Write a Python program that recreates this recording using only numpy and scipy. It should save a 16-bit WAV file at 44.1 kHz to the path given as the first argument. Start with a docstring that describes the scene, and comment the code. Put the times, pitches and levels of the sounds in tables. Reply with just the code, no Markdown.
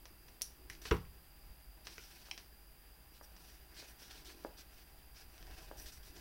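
"""Light clicks and a low fingertip drone sound over the hiss, hum and whine of a close desk microphone.
A bundle of crayons clacks onto a table, exciting the top's normal modes, and rattles as it settles.
A foil pouch is pushed aside and a dent in it snaps through. Then a stiff sticker sheet is unfolded and
turned: stick-slip friction makes it hiss, and buckling makes it pop softly.
The hands stir slow swells of air, and a small room adds short reverberation."""
import sys
import numpy as np
from scipy import signal
from scipy.fft import rfft, irfft, next_fast_len
from scipy.io import wavfile

SR = 44100
rng = np.random.default_rng(int(sys.argv[2]) if len(sys.argv) > 2 else 0)


def to_wav(s):
    """Save 16-bit WAV."""
    ch = np.atleast_2d(s).T  # columns
    pcm = np.round(np.clip(ch, -1, 1) * 32767)  # PCM
    wavfile.write(sys.argv[1], SR, pcm.astype(np.int16))


N = 273816
TIME = np.arange(N) / SR


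def undb(db):
    """Decibels to amplitude ratio."""
    return 10 ** (np.asarray(db) / 20)


def unit(x):
    """Normalisation to rms 1."""
    return x / np.sqrt(np.mean(x ** 2))


def add(out, start_s, x):
    """Superposition: x joins out from start_s."""
    i = int(start_s * SR)
    out[i:i + len(x)] += x[:N - i]


def convolve(x, response):
    """Convolution: x drives a linear system with this impulse response."""
    return signal.fftconvolve(x, response)[:len(x)]


def gains(points, size):
    """Frequency response at each transform bin, interpolated from (Hz, dB) points."""
    hz, db = np.transpose(points)
    bin_hz = np.arange(size // 2 + 1) * SR / size
    return undb(np.interp(np.log(bin_hz + 1), np.log(hz), db))


def colour(x, points):
    """Spectral shaping by (Hz, dB) points, at rms 1."""
    return unit(irfft(rfft(x) * gains(points, N), N))


def minimum_phase(points, size):
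    """Minimum phase gives a (Hz, dB) spectrum its most compact impulse response."""
    cepstrum = irfft(np.log(gains(points, size)))
    cepstrum[1:size // 2] *= 2
    cepstrum[size // 2 + 1:] = 0
    return irfft(np.exp(rfft(cepstrum)))


def resonate(x, hz, width_hz, stages=1):
    """Resonance: identical damped oscillators in series, gain 1 at the centre."""
    for _ in range(stages):
        x = signal.lfilter(*signal.iirpeak(hz, hz / width_hz, fs=SR), x)
    return x


def decay(t, t60):
    """Exponential damping: 60 dB down after t60 seconds."""
    return np.exp(-np.log(1000) * t / t60)


def modes(table, size, polarity=1):
    """Free vibration is a sum of damped normal modes; polarity -1 alternates their signs."""
    t = TIME[:size]
    return sum(polarity ** k * undb(db) * np.sin(2 * np.pi * hz * t) * decay(t, t60)
               for k, (hz, db, t60) in enumerate(table))


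def wander(per_second):
    """Random modulation: Gaussian values joined by straight lines."""
    return np.interp(TIME * per_second, np.arange(N), rng.standard_normal(N))


def swells(table):
    """An envelope of superposed Gaussian rises and falls."""
    return sum(undb(db) * np.exp(-((TIME - peak_s) / half_s) ** 2) for peak_s, half_s, db in table)


def slips(per_second, scatter_db):
    """Stick-slip friction as a Poisson train of impulses of uneven size."""
    strength = undb(scatter_db * np.minimum(rng.exponential(size=N), 5))
    return (rng.random(N) < per_second / SR) * strength * rng.standard_normal(N)


def reflections(x, t60_low=0.29, t60_high=0.25, near_s=0.0062, gap_s=0.0012):
    """Reverberation from the table and walls; absorption takes the treble first."""
    t = TIME[:SR // 2]
    noise = rng.standard_normal(len(t))
    low = signal.sosfilt(signal.butter(2, 1500, fs=SR, output="sos"), noise)
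    tail = low * decay(t, t60_low) + (noise - low) * decay(t, t60_high)
    tail *= (t > gap_s) * (1 + 2 * np.exp(-t / near_s))  # the nearest surfaces answer loudest
    return convolve(x, tail / np.sqrt(np.sum(tail ** 2)))


def room(x, wet_db):
    """Direct sound plus the reverberant field."""
    return x + undb(wet_db) * reflections(x)


# Room rumble and microphone hiss. Each row: frequency in Hz, relative level in dB.
NOISE_FLOOR = [(20, 18), (32, 17), (46, 28), (62, 15.5), (85, 11), (160, 7), (450, -1.5), (1200, -2.5),
               (2900, -6), (4000, -12), (6800, -14.5), (10500, -5), (15500, -1.5)]
# Hum and faint whines. Each row: frequency in Hz, rms level in dB.
STEADY_TONES = [(59.5, -67), (806, -82.5), (1611, -101), (2681, -86)]


def background(floor_db=-59.5, whine_hz=4820, whine_width_hz=190, whine_db=-73):
    """Stationary noise: broadband rumble and hiss, a narrow whistling band and pure tones."""
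    floor = undb(floor_db) * colour(rng.standard_normal(N), NOISE_FLOOR)
    band = resonate(rng.standard_normal(N), whine_hz, 2 * whine_width_hz)
    whine = undb(whine_db) * unit(resonate(band, whine_hz, whine_width_hz))
    tones = sum(undb(db) * np.sqrt(2) * np.sin(2 * np.pi * (hz * TIME + rng.random()))
                for hz, db in STEADY_TONES)
    return floor + whine + tones


# Fingertip drags. Each row: peak time in seconds, half length in seconds, level in dB.
FINGER_DRAGS = [(.1, 0.15, -71), (.7, 0.17, -65.5), (2.35, 0.16, -74.5), (3.8, 0.12, -74),
                (4.34, 0.24, -67), (6.18, 0.079, -63.5)]


def drags(hz=335, width_hz=115):
    """Forced vibration: soft fingertip slips drive one low bending mode of the card."""
    friction = slips(per_second=790, scatter_db=-6.0)
    return unit(resonate(friction, hz, width_hz, stages=2)) * swells(FINGER_DRAGS)


# The sharp edge of a click. 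Each row: frequency in Hz, gain in dB.
EDGE_SPECTRUM = [(200, 7), (1000, 0), (2200, 2), (4000, -2.5), (5600, 7.5), (6300, 5), (7700, -11),
                 (9000, -13), (10300, 2.5), (12700, 6), (15500, 3)]


def click(hz, width_hz, edge_db, contact_hz=7860, size=1024):
    """Impulse response of a small object: a damped ring and a sharp edge, band-limited by the contact."""
    ring = resonate(signal.unit_impulse(size), hz, width_hz, stages=2)
    edge = undb(edge_db) * minimum_phase(EDGE_SPECTRUM, size)
    return signal.sosfilt(signal.butter(4, contact_hz, fs=SR, output="sos"), 2 * ring - edge)


def disperse(x, hz=2400, width_hz=2200):
    """Dispersion: bending waves travel at unequal speeds, spreading a click over about a millisecond."""
    for _ in range(2):
        x = x - 2 * resonate(x, hz, width_hz)  # all-pass: only the phase changes
    return x


# Light contacts. Each row: start in seconds, gain in dB, ring frequency in Hz, ring bandwidth in Hz,
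# relative edge gain in dB, share sent into the room in dB.
LIGHT_CONTACTS = [(0.0552, -27, 1390, 2670, -4.5, 0), (0.283, -35.5, 1900, 3000, -5.5, 4.5),
                  (0.4127, -24.5, 5670, 1800, -1, 0), (0.6999, -28, 3530, 4900, -6, 0.5),
                  (0.6991, -13.5, 2040, 790, -31, -1), (.751, -34, 2800, 3020, -8, 0),
                  (0.854, -21.5, 1710, 3580, -14, 4.5), (0.9104, -10, 1890, 1600, -19, -1),
                  (0.91, -24, 5800, 2000, -4, -8), (0.9126, 3.5, 1070, 327, -24, -6),
                  (.9133, -1.5, 1350, 450, -28, -2), (0.9142, -8, 2910, 1290, -30, -3),
                  (0.9226, -18, 2270, 1600, -26, 3), (0.967, -31, 2900, 1800, -6, -1),
                  (1.051, -36, 2190, 1400, -22, -1), (1.8701, -19.5, 2440, 3720, -5, -0.5),
                  (1.8726, -32, 3000, 3000, -2, 0), (1.926, -34, 3500, 2500, -10, -1),
                  (1.9797, -15, 1430, 300, -24, -2), (1.981, -16.5, 2260, 600, -11, -3),
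                  (2.3775, -23, 3730, 3000, -2.5, -1), (2.392, -36, 4470, 4000, 0, -9),
                  (3.3646, -36, 2950, 5000, 0, 4), (4.294, -31, 1980, 3000, -21, -2),
                  (5.3798, -33.5, 2400, 4500, -2, -5), (5.427, -31.5, 3200, 4500, -2, -5),
                  (5.4692, -35, 3000, 5000, -2, -5), (5.5112, -36, 3400, 5000, -2, -5),
                  (5.8605, -33, 4800, 3960, 0.5, -5)]


def clicks():
    """Directivity: clicks of crayons, nails, foil and fold face either the microphone or the room."""
    direct, sent = np.zeros((2, N))
    for start_s, db, hz, width_hz, edge_db, room_db in LIGHT_CONTACTS:
        tick = undb(db) * click(hz, width_hz, edge_db)
        add(direct, start_s, tick)
        add(sent, start_s, undb(room_db) * tick)
    return disperse(direct + reflections(sent))


# Crayon striking crayon. Each row: start in seconds, gain in dB.
CRAYON_IMPACTS = [(.419, -25.5), (0.419, -51), (0.6996, -43)]
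# Modes of the sticks. Each row: frequency in Hz, relative level in dB, 60 dB decay time in seconds.
CRAYON_MODES = [(5030, -28, 0.0017), (5650, -5.5, 0.015), (6030, -6.5, 0.015), (6800, -3.5, 0.0026),
                (8900, -5, 0.0029), (9850, -7, 0.0026), (10180, -2.5, 0.0028), (11500, -8, .0015),
                (14100, -6, .0007)]


def clacks():
    """Impact excitation: hard contacts ring the crayons' high modes for a few milliseconds."""
    out, ring = np.zeros(N), modes(CRAYON_MODES, SR // 20)
    for start_s, db in CRAYON_IMPACTS:
        add(out, start_s, undb(db) * ring)
    return signal.sosfilt(signal.butter(2, 3000, "high", fs=SR, output="sos"), out)


def stroke(start_s, rise_s, fall_s):
    """Friction noise grows as the square root of speed, which rises and falls in a smooth arch."""
    phase = np.interp(TIME, [start_s, start_s + rise_s, start_s + rise_s + fall_s], [0, np.pi / 2, np.pi])
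    return np.sqrt(np.abs(np.sin(phase)))


def flicker(x, count=14, depth_db=2.3, per_second=40):
    """Amplitude modulation: as the contact patch shifts, each band swells and fades on its own."""
    size = next_fast_len(N, real=True)
    bin_hz = np.arange(size // 2 + 1) * SR / size
    place = np.interp(np.log(bin_hz + 1), np.log([1000, 12000]), [0, count - 1])
    spectrum = rfft(x, size)
    bands = (irfft(spectrum * np.maximum(1 - np.abs(place - k), 0), size)[:N] for k in range(count))
    return unit(sum(band * undb(depth_db * wander(per_second)) for band in bands))


# Bending modes of the stiff sheet. Each row: frequency in Hz, bandwidth in Hz, relative gain in dB.
SHEET_MODES = [(163, 220, 3.5), (337.6, 31, 8), (434, 41, 1), (626, 150, -1.5), (760, 87, 0.5),
               (980, 70, -6.5), (1540, 470, -1.5), (2590, 240, -6.5)]


def sheet(force):
    """A sounding board: the sheet radiates a force through its broad resonances, at rms 1."""
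    return unit(sum(undb(db) * resonate(force, hz, width_hz) for hz, width_hz, db in SHEET_MODES))


# Paper and skin sliding. Each row: start in seconds, acceleration time in seconds,
# deceleration time in seconds, hiss level in dB, sizzle relative to the hiss in dB.
SLIDING_STROKES = [(0.695, 0.02, 0.063, -67, -2), (.816, .003, 0.044, -60, -2),
                   (0.852, 0.022, 0.028, -54, -14), (1.845, 0.017, 0.58, -64, -4),
                   (2.39, .02, 0.082, -75, -7), (3.135, 0.036, 0.024, -66.5, -21),
                   (3.225, 0.019, 0.014, -68.5, 6.5), (3.27, .04, .04, -81, -4),
                   (3.39, 0.047, 0.16, -69, 2), (3.742, 0.055, 0.069, -57.5, -13),
                   (3.865, 0.019, .04, -65, 1), (3.984, 0.054, 0.054, -61, -3),
                   (4.095, 0.024, 0.12, -59.5, -26), (4.245, 0.016, 0.08, -59, -4.5),
                   (4.34, 0.096, 0.04, -70, -6), (4.567, 0.043, 0.013, -60.5, -4),
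                   (4.70, 0.1, 0.048, -68.5, -6), (5.144, 0.051, 0.044, -60.5, -7.5),
                   (5.3, 0.022, 0.1, -81, 7), (5.52, 0.12, 0.034, -64.5, 0),
                   (5.768, 0.011, 0.08, -64.5, 7.5), (5.857, .004, 0.053, -59, 1),
                   (5.918, 0.023, 0.026, -62.5, 4), (5.957, 0.0054, 0.028, -66, 3),
                   (6.028, 0.024, 0.066, -62.5, 0), (6.15, 0.017, 0.053, -62, -10)]
# Low rustle of the flexing sheet, held beyond the end rows. Each row: time in seconds, level in dB.
FLEX_LEVELS = [(3.2, -74.5), (3.7, -68.5), (4.35, -70), (4.8, -70.5), (5.15, -73.5), (5.5, -62),
               (5.75, -64), (6.0, -71.5), (6.2, -66)]
# Hiss of sliding fibres. Each row: frequency in Hz, relative level in dB.
FIBRE_SPECTRUM = [(500, -41), (1200, -14), (1650, -5.5), (2100, -7.5), (2500, -4), (2950, -4), (3700, -4.5),
                  (5000, -1), (5800, -2), (6400, -7.5), (7500, -11), (16000, -21)]
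# Sizzle of skin on the glossy face and cut edge. Each row: frequency in Hz, relative level in dB.
SIZZLE_SPECTRUM = [(3000, -24), (5000, -1.5), (5450, -1), (5800, 6), (6250, -6.5), (7200, -9), (8500, -5),
                   (10500, -6), (13000, -5.5), (16000, -7)]


def sliding(body_db=-10, creep_db=-10, grip_db=2.35, grip_per_second=90):
    """Friction noise: slips hiss and shake the sheet under a wavering grip; incoherent powers add."""
    hiss_power, sizzle_power = np.zeros((2, N))
    for start_s, rise_s, fall_s, db, sizzle_db in SLIDING_STROKES:
        power = (stroke(start_s, rise_s, fall_s) * undb(db)) ** 2
        hiss_power += power
        sizzle_power += power * undb(sizzle_db) ** 2
    flex_power = undb(np.interp(TIME, *np.transpose(FLEX_LEVELS))) ** 2
    body_power = flex_power + hiss_power * undb(body_db) ** 2
    hiss_power += flex_power * undb(creep_db) ** 2  # the bending sheet creeps under the fingers
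    coarse, fine = (flicker(slips(per_second=12000, scatter_db=1)) for _ in range(2))
    hiss = np.sqrt(hiss_power) * colour(coarse, FIBRE_SPECTRUM)
    body = np.sqrt(body_power) * sheet(coarse)
    sizzle = np.sqrt(sizzle_power) * colour(fine, SIZZLE_SPECTRUM)
    grip = undb(grip_db * wander(grip_per_second))
    return grip * (hiss + body + sizzle)


# Blows on the table top. Each row: start in seconds, impulse in dB, contact time in milliseconds.
TABLE_BLOWS = [(0.706, -25, 4.6), (0.854, -30, 0.55), (0.9097, -21, 1.04), (0.9142, -7.5, 0.37),
               (0.915, -3.5, 1.57), (0.9176, -8, 1.02), (0.9203, -10, 0.84), (0.927, -7, 5.1),
               (.948, -19, 1.27), (1.981, -32.5, 0.83)]
# The loaded table top. Each row: frequency in Hz, relative level in dB, 60 dB decay time in seconds.
TABLE_MODES = [(64.2, -26, 0.13), (96, -37, 0.29), (120, -35, 0.28), (142.8, -33, 0.26),
               (174.6, -34.5, 0.35), (220.3, -33, 0.17), (272, -35, 0.21), (350, -25, 0.13),
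               (412, -27.5, 0.11), (436, -26.5, 0.083), (458, -34, 0.085), (508, -39, 0.21),
               (820, -44, 0.14), (980, -36, 0.12), (1052, -36, 0.12), (1096, -33, 0.16), (1132, -37, 0.094),
               (1314, -23, 0.069), (1398, -29, 0.096), (1530, -38, 0.13), (2120, -27, 0.051)]


def knocks(radiate_hz=48):
    """Contact time sets bandwidth: a longer half-sine push reaches only the table's low modes."""
    force, t = np.zeros(N), TIME[:SR // 2]
    for start_s, db, contact_ms in TABLE_BLOWS:
        push = np.sin(np.pi * np.minimum(t * 1000 / contact_ms, 1))
        add(force, start_s, undb(db) * push / push.sum())
    vibration = convolve(force, modes(TABLE_MODES, len(t)))
    # the slowest motion moves too little air to be heard
    return signal.sosfilt(signal.butter(2, radiate_hz, "high", fs=SR, output="sos"), vibration)


# Woody tone of jostling crayons. Each row: frequency in Hz, relative level in dB.
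WAX_SPECTRUM = [(300, -7), (460, 6), (700, -8), (1060, 8), (1400, -3.5), (1700, -5.5), (3000, -16),
                (4200, -29), (5600, -29), (7000, -26), (16000, -21)]


def rattle(start_s=0.914, db=-37.0, fade_s=0.031, size=SR // 4):
    """Exponential decay: random collisions among the crayons shrink as the bundle settles."""
    contacts = colour(slips(per_second=1300, scatter_db=-2.0), WAX_SPECTRUM)
    out = np.zeros(N)
    add(out, start_s, undb(db) * contacts[:size] * np.exp(-TIME[:size] / fade_s))
    return out


# Swells of stirred air. Each row: peak time in seconds, half length in seconds, level in dB.
AIR_SWELLS = [(1.03, 0.4, -56.5), (1.493, 0.045, -52.5), (5.5, 0.076, -54), (5.95, 0.81, -57.5)]
# Their rumble. Each row: frequency in Hz, relative level in dB.
AIR_SPECTRUM = [(15, -8.5), (28, -10.5), (55, -3.0), (85, -19.0), (200, -33), (2000, -62)]


def wafts():
    """Air displacement: the hands and waving sheet push low-frequency pressure at the microphone."""
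    return colour(rng.standard_normal(N), AIR_SPECTRUM) * swells(AIR_SWELLS)


# Buckles of the sheet. Each row: start in seconds, relative level in dB, centre frequency in Hz.
BUCKLES = [(2.275, -39, 696), (2.286, -31, 922), (3.2120, -25.5, 780), (3.8270, -26.5, 477),
           (4.0210, -34, 480), (4.4485, -10.5, 517), (5.7133, -18, 584)]
# The ring after a pop. Each row: frequency in Hz, relative level in dB, 60 dB decay time in seconds.
HOLLOW_MODES = [(348, -43, 0.22), (443, -41, 0.12), (570, -52, .1), (650, -42, 0.082), (857, -40.5, 0.075),
                (967, -37, 0.096), (1770, -33, 0.061)]


def pops(relative_width=1.55, cutoff_hz=1950, ring_db=-6, size=SR // 5):
    """Buckling: the sheet flips through a bend in a dull, heavily damped swing, then rings hollow."""
    swings = np.zeros(N)
    for start_s, db, hz in BUCKLES:
        swing = resonate(signal.unit_impulse(size), hz, relative_width * hz, stages=2)
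        add(swings, start_s, 3 * undb(db) * swing)
    dull = signal.sosfilt(signal.butter(5, cutoff_hz, fs=SR, output="sos"), swings)
    return dull + undb(ring_db) * convolve(dull, modes(HOLLOW_MODES, size))


# Modes of the foil dent. Each row: frequency in Hz, relative level in dB, 60 dB decay time in seconds.
FOIL_MODES = [(760, -22, 0.056), (970, -16.5, 0.031), (2340, 4, 0.0063), (3150, 1, 0.013),
              (4000, -9, 0.019), (5450, 3.5, 0.0068), (5870, -19, .01), (8950, -22, 0.0053),
              (10100, -9, 0.0015)]


def foil_snap(start_s=2.3126, db=-34.5):
    """Snap-through: a dent in the pouch flips under the hand and rings quickly damped modes."""
    out = np.zeros(N)
    add(out, start_s, undb(db) * modes(FOIL_MODES, SR // 10, polarity=-1))
    return out


def scene():
    """Superposition: the handling, its reflections and the steady background sum to one channel."""
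    contacts = clicks() + room(clacks(), wet_db=-1.5)
    foil = room(foil_snap(), wet_db=-3)
    table = room(knocks() + rattle(), wet_db=-10)
    paper = room(pops(), wet_db=-4.5) + room(sliding(), wet_db=-6) + drags()
    return (contacts + foil + table + paper + wafts() + background())[None]


def record(dry):
    """Band limiting: a steep low-pass removes the highest treble."""
    cutoff_hz = 15850
    return signal.sosfilt(signal.ellip(10, 0.2, 70, cutoff_hz, fs=SR, output="sos"), dry)


dry = scene()
out = record(dry)
to_wav(out)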